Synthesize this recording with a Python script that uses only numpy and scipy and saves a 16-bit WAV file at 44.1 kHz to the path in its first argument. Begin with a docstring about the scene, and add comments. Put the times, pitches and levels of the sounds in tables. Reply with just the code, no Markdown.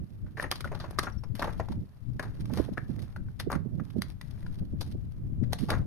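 """Loose rocks drop on a heap outdoors, near a phone with a left and a right microphone opening (port).
From the start the hills hush and a breeze buffets each port on its own. Two flurries of knocks fill the
first two seconds: each stone rings briefly and crunches, grit trickles and a few pebbles clink.
More knocks follow, with the strongest wind thumps near 2.6 and 3.5 s. The knocks then thin out to
light taps, until a last handful lands around 5.5 s."""
import sys
import numpy as np
from scipy import signal
from scipy.fft import rfft, irfft, next_fast_len
from scipy.io import wavfile
from scipy.ndimage import map_coordinates

SR = 44100
rng = np.random.default_rng(int(sys.argv[2]) if len(sys.argv) > 2 else 0)


def put_to_file(sound):
    """Save the sound as 16-bit audio at rate SR, in the file named by the first command-line argument."""
    columns = np.atleast_2d(sound).T  # one column per channel
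    safe = np.clip(columns, -1, 1)
    whole_steps = np.round(safe * 32767)
    wavfile.write(sys.argv[1], SR, whole_steps.astype(np.int16))


N = 258426

# Tone of the far hills: (frequency [Hz], level [dB])
HUSH_TONE = [(240, -30), (400, -7), (1240, -15.5), (5390, -32.5), (8200, -35), (13700, -27), (15500, -75)]
# The breeze over time: (time [s], level [dB], left minus right [dB])
BREEZE = [(0.0, -26, -8), (0.08, -42.5, -4.5), (1.37, -36.5, 15.5), (1.82, -34, 0.5), (1.91, -48.5, 6),
          (2.07, -34.5, 9.5), (2.5, -37, -2), (2.7, -30, -12), (2.85, -39, -9), (3.35, -33.5, 14.5),
          (3.56, -35.5, -5), (3.9, -41, -6.5), (4.1, -36.5, 8), (5.26, -35.5, 4.5), (5.45, -29.5, 10),
          (5.61, -36.5, -1), (5.79, -29.5, 2.5)]
# Tone of the wind's low rumble: (frequency [Hz], level [dB])
RUMBLE_TONE = [(20, -13), (118, -2.5), (352, -27), (500, -51.5), (1100, -120)]
# Tone of the flutter in strong gusts: (frequency [Hz], level [dB])
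FLUTTER_TONE = [(90, -7.5), (200, 3.5), (350, -15.5), (600, -23), (1200, -53), (2500, -120)]
# Bursts of air on the ports: (time [s], level [dB], pitch [Hz], left minus right [dB])
AIR_BURSTS = [(1.343, -29.5, 139, 15), (1.705, -20.5, 180, -33.5), (2.53, -24, 240, -33),
              (2.6, -10.5, 288, -22), (2.688, -20.5, 310, -35), (2.719, -20.5, 159, 34),
              (2.897, -27, 176, -24), (3.474, -14, 223, -41), (3.559, -20, 163, -15),
              (3.659, -23, 215, -30), (3.964, -18, 248, -34), (3.984, -18, 185, -38),
              (4.736, -25, 195, -23), (4.952, -26.5, 219, -28), (5.424, -18, 152, 16.5),
              (5.633, -19, 159, -34)]
# Hands stir the gravel: (start [s], length [s], trickle level [dB], scrape level [dB])
HAND_STIRS = [(0.375, 0.067, -57, -53), (0.495, 0.65, -69.5, -57), (1.396, 0.33, -71, -58),
              (2.258, 0.87, -70.5, -64), (3.82, 0.28, -77, -70), (4.073, 0.034, -62, -68),
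              (4.205, 0.391, -70, -67.5), (4.831, 0.097, -62.5, -74), (5.572, 0.21, -61.5, -66)]
# Gravel between stirs: (trickle level [dB], scrape level [dB])
RESTING_GRIT = [-77, -74]
# Tone of stones scraping: (frequency [Hz], level [dB])
SCRAPE_TONE = [(180, -6.5), (594, -10.5), (778, -14.5), (1670, -18), (2620, -29), (5000, -63),
               (6500, -34.5), (11000, -120)]
# Bright tone of cracks, high pings and trickling grit: (frequency [Hz], level [dB])
BRIGHT_TONE = [(1470, -2), (2500, -4.5), (3740, 0.5), (4410, -0.5), (5870, -8), (7950, -19.5), (9150, -6.5),
               (10800, -10.5), (13300, -12), (14600, -27), (16300, -43)]
# Hard pebbles and flakes that ring on: (time [s], level [dB], pitch [Hz])
PEBBLES = [(0.425, -37.5, 9690), (0.644, -28.5, 1430), (1.057, -50, 5740), (1.122, -54.5, 5670),
           (1.179, -54, 5500), (1.237, -52.5, 5430), (3.501, -51, 11900), (3.528, -40.5, 9280)]
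# Rocks landing: (time [s], level [dB], pitch [Hz], crack relative to level [dB], crunch fade [s])
ROCK_HITS = [(0.264, -47, 1470, -24, 0.13), (0.371, -26.5, 1760, -25, 0.19),
             (0.398, -17, 1776, -38.5, 0.01), (0.424, -23.5, 1270, -21, 0.097),
             (0.44, -23.5, 1880, -42, 0.1), (0.513, -25.5, 1424, -5, 0.072), (0.522, -18, 1150, -27, 0.036),
             (0.556, -42, 1010, 0, 0.092), (0.606, -29.5, 1330, -11.5, 0.034),
             (0.644, -27, 1360, -20, 0.094), (0.675, -34.5, 2040, -27, 0.055),
             (0.717, -24.5, 625, -31.5, 0.089), (0.748, -30.5, 1130, -20.5, 0.09),
             (0.8, -33, 1220, -15, 0.17), (0.839, -31.5, 830, -35, 0.13), (0.908, -34.5, 795, -15, 0.054),
             (0.987, -11, 1210, -18.5, 0.019), (0.992, -17.5, 1770, -20, 0.048),
             (1.029, -28.5, 1120, -9, 0.14), (1.07, -20.5, 1410, -43, 0.078), (1.236, -35, 940, -21, 0.077),
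             (1.351, -45.5, 1900, -4, 0.26), (1.394, -21.5, 613, -20.5, 0.069),
             (1.418, -18.5, 1090, -38, 0.095), (1.424, -20, 1780, -30, 0.058),
             (1.443, -20, 634, -24.5, 0.071), (1.472, -24.5, 906, -27, 0.15), (1.501, -42, 940, -16, 0.055),
             (1.598, -15, 676, -34.5, 0.056), (1.686, -32, 840, -22, 0.0086),
             (1.723, -33, 915, -19.5, 0.043), (2.195, -23, 1670, -21, 0.053),
             (2.195, -26.5, 574, -29, 0.074), (2.226, -28.5, 1230, -22, 0.16), (2.455, -48, 794, -5, 0.031),
             (2.498, -36.5, 834, -40, 0.11), (2.536, -38, 1110, -4, 0.24), (2.572, -22, 434, -26, 0.075),
             (2.576, -39.5, 1260, -11, 0.34), (2.774, -23.5, 1330, -28.5, 0.017),
             (2.779, -20.5, 1720, -37, 0.014), (2.786, -35, 1270, -40, 0.041),
             (2.991, -45.5, 1970, -9.5, 0.074), (3.019, -50.5, 1196, -3, 0.11),
             (3.162, -28, 1460, -27, 0.04), (3.285, -47, 1510, -32, 0.033), (3.398, -31, 1770, -2, 0.07),
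             (3.404, -39.5, 950, -4, 0.054), (3.501, -22, 1180, -29, 0.061), (3.516, -20.5, 904, -23, 0.07),
             (3.526, -19.5, 1180, -32, 0.092), (3.552, -28.5, 1360, -21.5, 0.057),
             (3.798, -28.5, 1260, -37, 0.035), (3.902, -49, 790, -2.5, 0.049),
             (4.019, -36.5, 2030, 2.5, 0.045), (4.212, -35.5, 1945, -14, 0.04),
             (4.427, -45.5, 1980, -14, 0.02), (4.464, -37, 1520, -19.5, 0.026),
             (4.81, -33.5, 796, -2.5, 0.092), (5.435, -45.5, 1930, -11, 0.081),
             (5.523, -37, 940, -12.5, 0.084), (5.53, -18.5, 680, -14, 0.041), (5.586, -49, 2170, 4, 0.29),
             (5.686, -26, 840, -24, 0.27), (5.702, -21, 1416, -13.5, 0.064), (5.716, -22, 885, -47, 0.093),
             (5.733, -26.5, 1500, -38, 0.11)]
# The notes one stone rings with: (multiple of its pitch [ratio], level [dB], base fade [s])
STONE_NOTES = [(.6, -1, 0.014), (1, 4, 0.018), (1.299, -18, 0.034), (1.15, 2, 0.0036)]
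# Echo off the heap and a wall: (frequency [Hz], fade [s])
ECHO_FADES = [(500, 0.31), (10000, 0.14)]
# Which port hears the heap louder: (frequency [Hz], left minus right [dB])
PORT_BALANCE = [(1220, 1.5), (2010, 8), (3330, -5), (5500, 11.5), (9080, -12), (15000, 0)]
# The left port lags in the treble: (frequency [Hz], left minus right phase [radians])
PORT_PHASE = [(2400, 0), (6100, -6), (9800, -9.5), (15000, -14.5)]

SIDE = np.array([[.5], [-.5]])  # shares a left-right difference between the two ports
HIT_SAMPLES = 8192
HIT_TIME, HIT_HZ = np.arange(HIT_SAMPLES) / SR, np.fft.rfftfreq(HIT_SAMPLES, 1 / SR)


def amp(db):
    """Turn decibels into a volume multiplier."""
    return 10 ** (np.asarray(db) / 20)


def fade(t, fade_s):
    """Die away by 60 dB every fade_s seconds; all fade times here mean this."""
    return amp(-60 * t / fade_s)


def strike(rise_s, fade_s):
    """The loudness of one hit: a quick rise, then a fade."""
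    return (1 - np.exp(-HIT_TIME / rise_s)) * fade(HIT_TIME, fade_s)


def unit(x):
    """Scale a sound to an average strength (rms) of 1."""
    return x / np.sqrt(np.mean(x ** 2, axis=-1, keepdims=True) + 1e-20)


def along(table, hz):
    """Read between the rows of a (frequency, value) table, on a musical scale."""
    freqs, values = np.transpose(table)
    return np.interp(np.log(hz + 1), np.log(freqs + 1), values)


def wobble(rate):
    """A smooth curve through `rate` random values a second."""
    return map_coordinates(rng.standard_normal(N // 100), [np.arange(N) * rate / SR])


def filtered(x, response):
    """Multiply each frequency in a sound by response(frequency)."""
    size = next_fast_len(N + 8192)
    return irfft(rfft(x, size) * response(np.fft.rfftfreq(size, 1 / SR)), size)[..., :N]


def coloured(x, tone):
    """Give a sound the tone in a table, at strength 1."""
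    return unit(filtered(x, lambda hz: amp(along(tone, hz))))


def add(track, time_s, sound):
    """Mix a sound into both channels of a track, starting at time_s."""
    part = track[:, round(time_s * SR):][:, :sound.shape[-1]]
    part += sound[..., :part.shape[1]]


def piece(noise, time_s, samples=HIT_SAMPLES):
    """Cut out a piece of noise, with silence past its end."""
    part = noise[:, round(time_s * SR):][:, :samples]
    return np.pad(part, ((0, 0), (0, samples - part.shape[1])))


def grains(clump_db, spike_db, clump_rate, apart):
    """Many tiny contacts make clumpy, spiky noise; `apart` sets how much the two ports differ."""
    shared, left, right = rng.standard_normal((3, N))
    loudness = amp(clump_db * wobble(clump_rate) + spike_db * wobble(400))
    return loudness * (shared + apart * np.array([left, right]))


def hills():
    """A faint, steady hush from far away."""
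    return amp(-69.5) * coloured(rng.standard_normal((2, N)), HUSH_TONE)


def thumps(flutter):
    """A swirl of air passes the ports: a few slowing swings and a ragged wake."""
    out = np.zeros((2, N))
    t = np.arange(-2000, 2400) / SR
    for time_s, db, hz, pan_db in AIR_BURSTS:
        cycles = t * hz - .8
        swell = np.exp(-np.hypot(cycles / 0.5, 0.22) ** 0.81)
        swings = np.sin(2 * np.pi * cycles * (1.4 - 0.32 * cycles))
        wake = 0.38 * np.exp(-(cycles / 2.2) ** 2) * piece(flutter, time_s + t[0], len(t))
        port_gain = amp(db + np.minimum([[pan_db], [-pan_db]], 0))
        add(out, time_s + t[0], port_gain * (swell * swings + wake))
    return out


def wind():
    """Lumpy air rumbles and thumps on each port; strong gusts reach higher, and the left is duller."""
    def per_port(rate):
        return np.array([wobble(rate), wobble(rate)])

    times, *columns = np.transpose(BREEZE)
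    level_db, pan_db = (np.interp(np.arange(N) / SR, times, column) for column in columns)
    gust_db = level_db + np.minimum([pan_db, -pan_db], 0)
    gust_db += 10 * np.tanh(0.4 * per_port(16)) + 2.63 * per_port(45)
    rumble = filtered(rng.standard_normal((2, N)),
                      lambda hz: amp(along(RUMBLE_TONE, hz) - SIDE * 4.4 * np.log2((hz + 1) / 100)))
    flutter = coloured(rng.standard_normal((2, N)), FLUTTER_TONE) * amp(2.9 * per_port(30))
    flutter_db = 1.67 * (gust_db + 38.5) - 53 - 12 * SIDE  # grows faster than the rumble
    return amp(gust_db) * unit(rumble) + amp(flutter_db) * flutter + thumps(flutter)


def echo(x):
    """Sound scatters off heap and wall: a short tail, new for each port and each quarter second."""
    out, step = np.zeros((2, N)), SR // 4
    for start in range(0, N, step):
        hz, t, noise = signal.stft(rng.standard_normal((2, step)), SR, nperseg=128)
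        tail = signal.istft(noise * fade(t, along(ECHO_FADES, hz)[:, None]), SR, nperseg=128)[1]
        tail /= np.linalg.norm(tail[0])
        add(out, (start + 90) / SR, signal.fftconvolve(x[None, start:start + step], tail, axes=1))
    return out


def grit(rise_s=0.033, fade_s=0.13):
    """Fine gravel trickles between the stones and makes them scrape, more while a hand stirs it."""
    t = np.arange(N) / SR
    flow = amp(RESTING_GRIT)[:, None]
    for start_s, length_s, *levels_db in HAND_STIRS:
        swell = np.clip((t - start_s) / rise_s, 0, 1)
        dying = fade(np.maximum(t - start_s - length_s, 0), fade_s)
        flow = flow + amp(levels_db)[:, None] * swell * dying
    trickle = grains(clump_db=4.5, spike_db=4.5, clump_rate=78, apart=1)
    scrape = grains(clump_db=1, spike_db=4.5, clump_rate=15, apart=1)
    return flow[0] * coloured(trickle, BRIGHT_TONE) + flow[1] * coloured(scrape, SCRAPE_TONE)


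def clinks():
    """A hard pebble rings with its own note and a softer one just below."""
    out = np.zeros((2, N))
    for time_s, db, hz in PEBBLES:
        phase = 2 * np.pi * hz * HIT_TIME
        notes = np.sin(phase) + amp(-8.5) * np.sin(0.93 * phase)
        add(out, time_s, amp(db) * strike(rise_s=0.0012, fade_s=0.045) * notes)
    return out


def high_pings():
    """Each hit carries a brief high ring of eight random pitches."""
    out = np.zeros((2, N))
    for time_s, db, _, crack_db, _ in ROCK_HITS:
        ping_hz = 3000 * 4.5 ** rng.random((8, 1))
        pings = np.sin(2 * np.pi * ping_hz * HIT_TIME).sum(axis=0)
        add(out, time_s, amp(db + crack_db - 9.5) * strike(rise_s=0.00057, fade_s=0.016) * pings)
    return out


def settling(crunch_s):
    """The loudness of gravel giving way under a stone: it swells, then fades."""
    swell = 1 - np.exp(-(HIT_TIME / (0.026 * crunch_s)) ** 2)
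    return swell * fade(HIT_TIME, max(crunch_s, .01))


def looseness(crunch_s):
    """A stone that takes long to settle grinds more and rings less."""
    return (crunch_s / 0.067) ** 0.3


def cracks(lead_in_s=0.0053, bands=8):
    """Each crack fades in faintly over about 5 ms, then snaps and crackles in the gravel."""
    out = np.zeros((2, N))
    splinters = grains(clump_db=1, spike_db=3.5, clump_rate=71, apart=0.88)
    lead_in_rise = amp(np.linspace(-28, -14, round(lead_in_s * SR)))
    snap = 1.45 * fade(HIT_TIME, 0.023) * (1 - np.exp(-(HIT_TIME / 0.0016) ** 2))
    band_hz = HIT_HZ[-1] * np.linspace(0, 1, bands) ** 2
    for time_s, db, _, crack_db, crunch_s in ROCK_HITS:
        gain = amp(db + crack_db)
        lead_in = lead_in_rise * piece(splinters, time_s - lead_in_s, len(lead_in_rise))
        add(out, time_s - lead_in_s, gain * lead_in)
        tone = amp(3 * np.interp(HIT_HZ, band_hz, rng.standard_normal(bands)))  # new for every crack
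        crackle = irfft(rfft(piece(splinters, time_s)) * tone)
        add(out, time_s, gain * (snap + 0.4 * settling(crunch_s)) * crackle)
    return out


def crunches():
    """A stone grinds into the gravel, which shakes it broadly around its own pitch."""
    out = np.zeros((2, N))
    rubble = grains(clump_db=0, spike_db=3, clump_rate=90, apart=0.7)
    scrape_tone = amp(along(SCRAPE_TONE, HIT_HZ) + 16)
    for time_s, db, hz, _, crunch_s in ROCK_HITS:
        grinding = settling(crunch_s) * piece(rubble, time_s)
        resonance = 0.56j * HIT_HZ * hz / (hz ** 2 - HIT_HZ ** 2 + 0.83j * HIT_HZ * hz)
        crunch = irfft(rfft(grinding) * (resonance + 0.5) * scrape_tone)
        add(out, time_s, amp(db - 3) * looseness(crunch_s) * crunch)
    return out


def knocks():
    """A struck stone rings with a few short notes, then bounces once about 4 ms later."""
    out = np.zeros((2, N))
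    for time_s, db, hz, _, crunch_s in ROCK_HITS:
        detunes, strengths, bounce = rng.standard_normal((3, len(STONE_NOTES)))
        damping = (0.13 / crunch_s) ** 0.2  # a short, held contact stops the ring sooner
        ring = np.zeros(HIT_SAMPLES)
        for (ratio, note_db, fade_s), detune, strength in zip(STONE_NOTES, detunes, strengths):
            if ratio != 1:  # all but the main note vary from hit to hit
                ratio *= 1 + 0.056 * detune
                note_db += 3 * strength
            note = np.sin(2 * np.pi * hz * ratio * HIT_TIME)
            ring += amp(note_db) * strike(rise_s=0.00078, fade_s=fade_s / damping) * note
        add(out, time_s, amp(db - 6) * ring / looseness(crunch_s))
        add(out, time_s + 0.00395 + 0.00095 * bounce[0], amp(db - 19.5 + 5 * bounce[1]) * ring)
    return out


def scene():
    """The heap reaches each port with its own tone and delay; wind blows on the ports directly."""
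    def at_ports(hz):
        return amp(SIDE * along(PORT_BALANCE, hz)) * np.exp(1j * SIDE * along(PORT_PHASE, hz))

    rings, pings, gravel = knocks(), high_pings(), crunches()
    bright = filtered(cracks() + pings, lambda hz: amp(along(BRIGHT_TONE, hz) + 6))
    heap = rings + gravel + bright + clinks() + grit()
    return hills() + filtered(heap + amp(-12.5) * echo(heap.mean(axis=0)), at_ports) + wind()


def record(dry):
    """The phone keeps nothing above 16300 Hz."""
    return filtered(dry, lambda hz: hz < 16300)


dry = scene()
out = record(dry)
put_to_file(out)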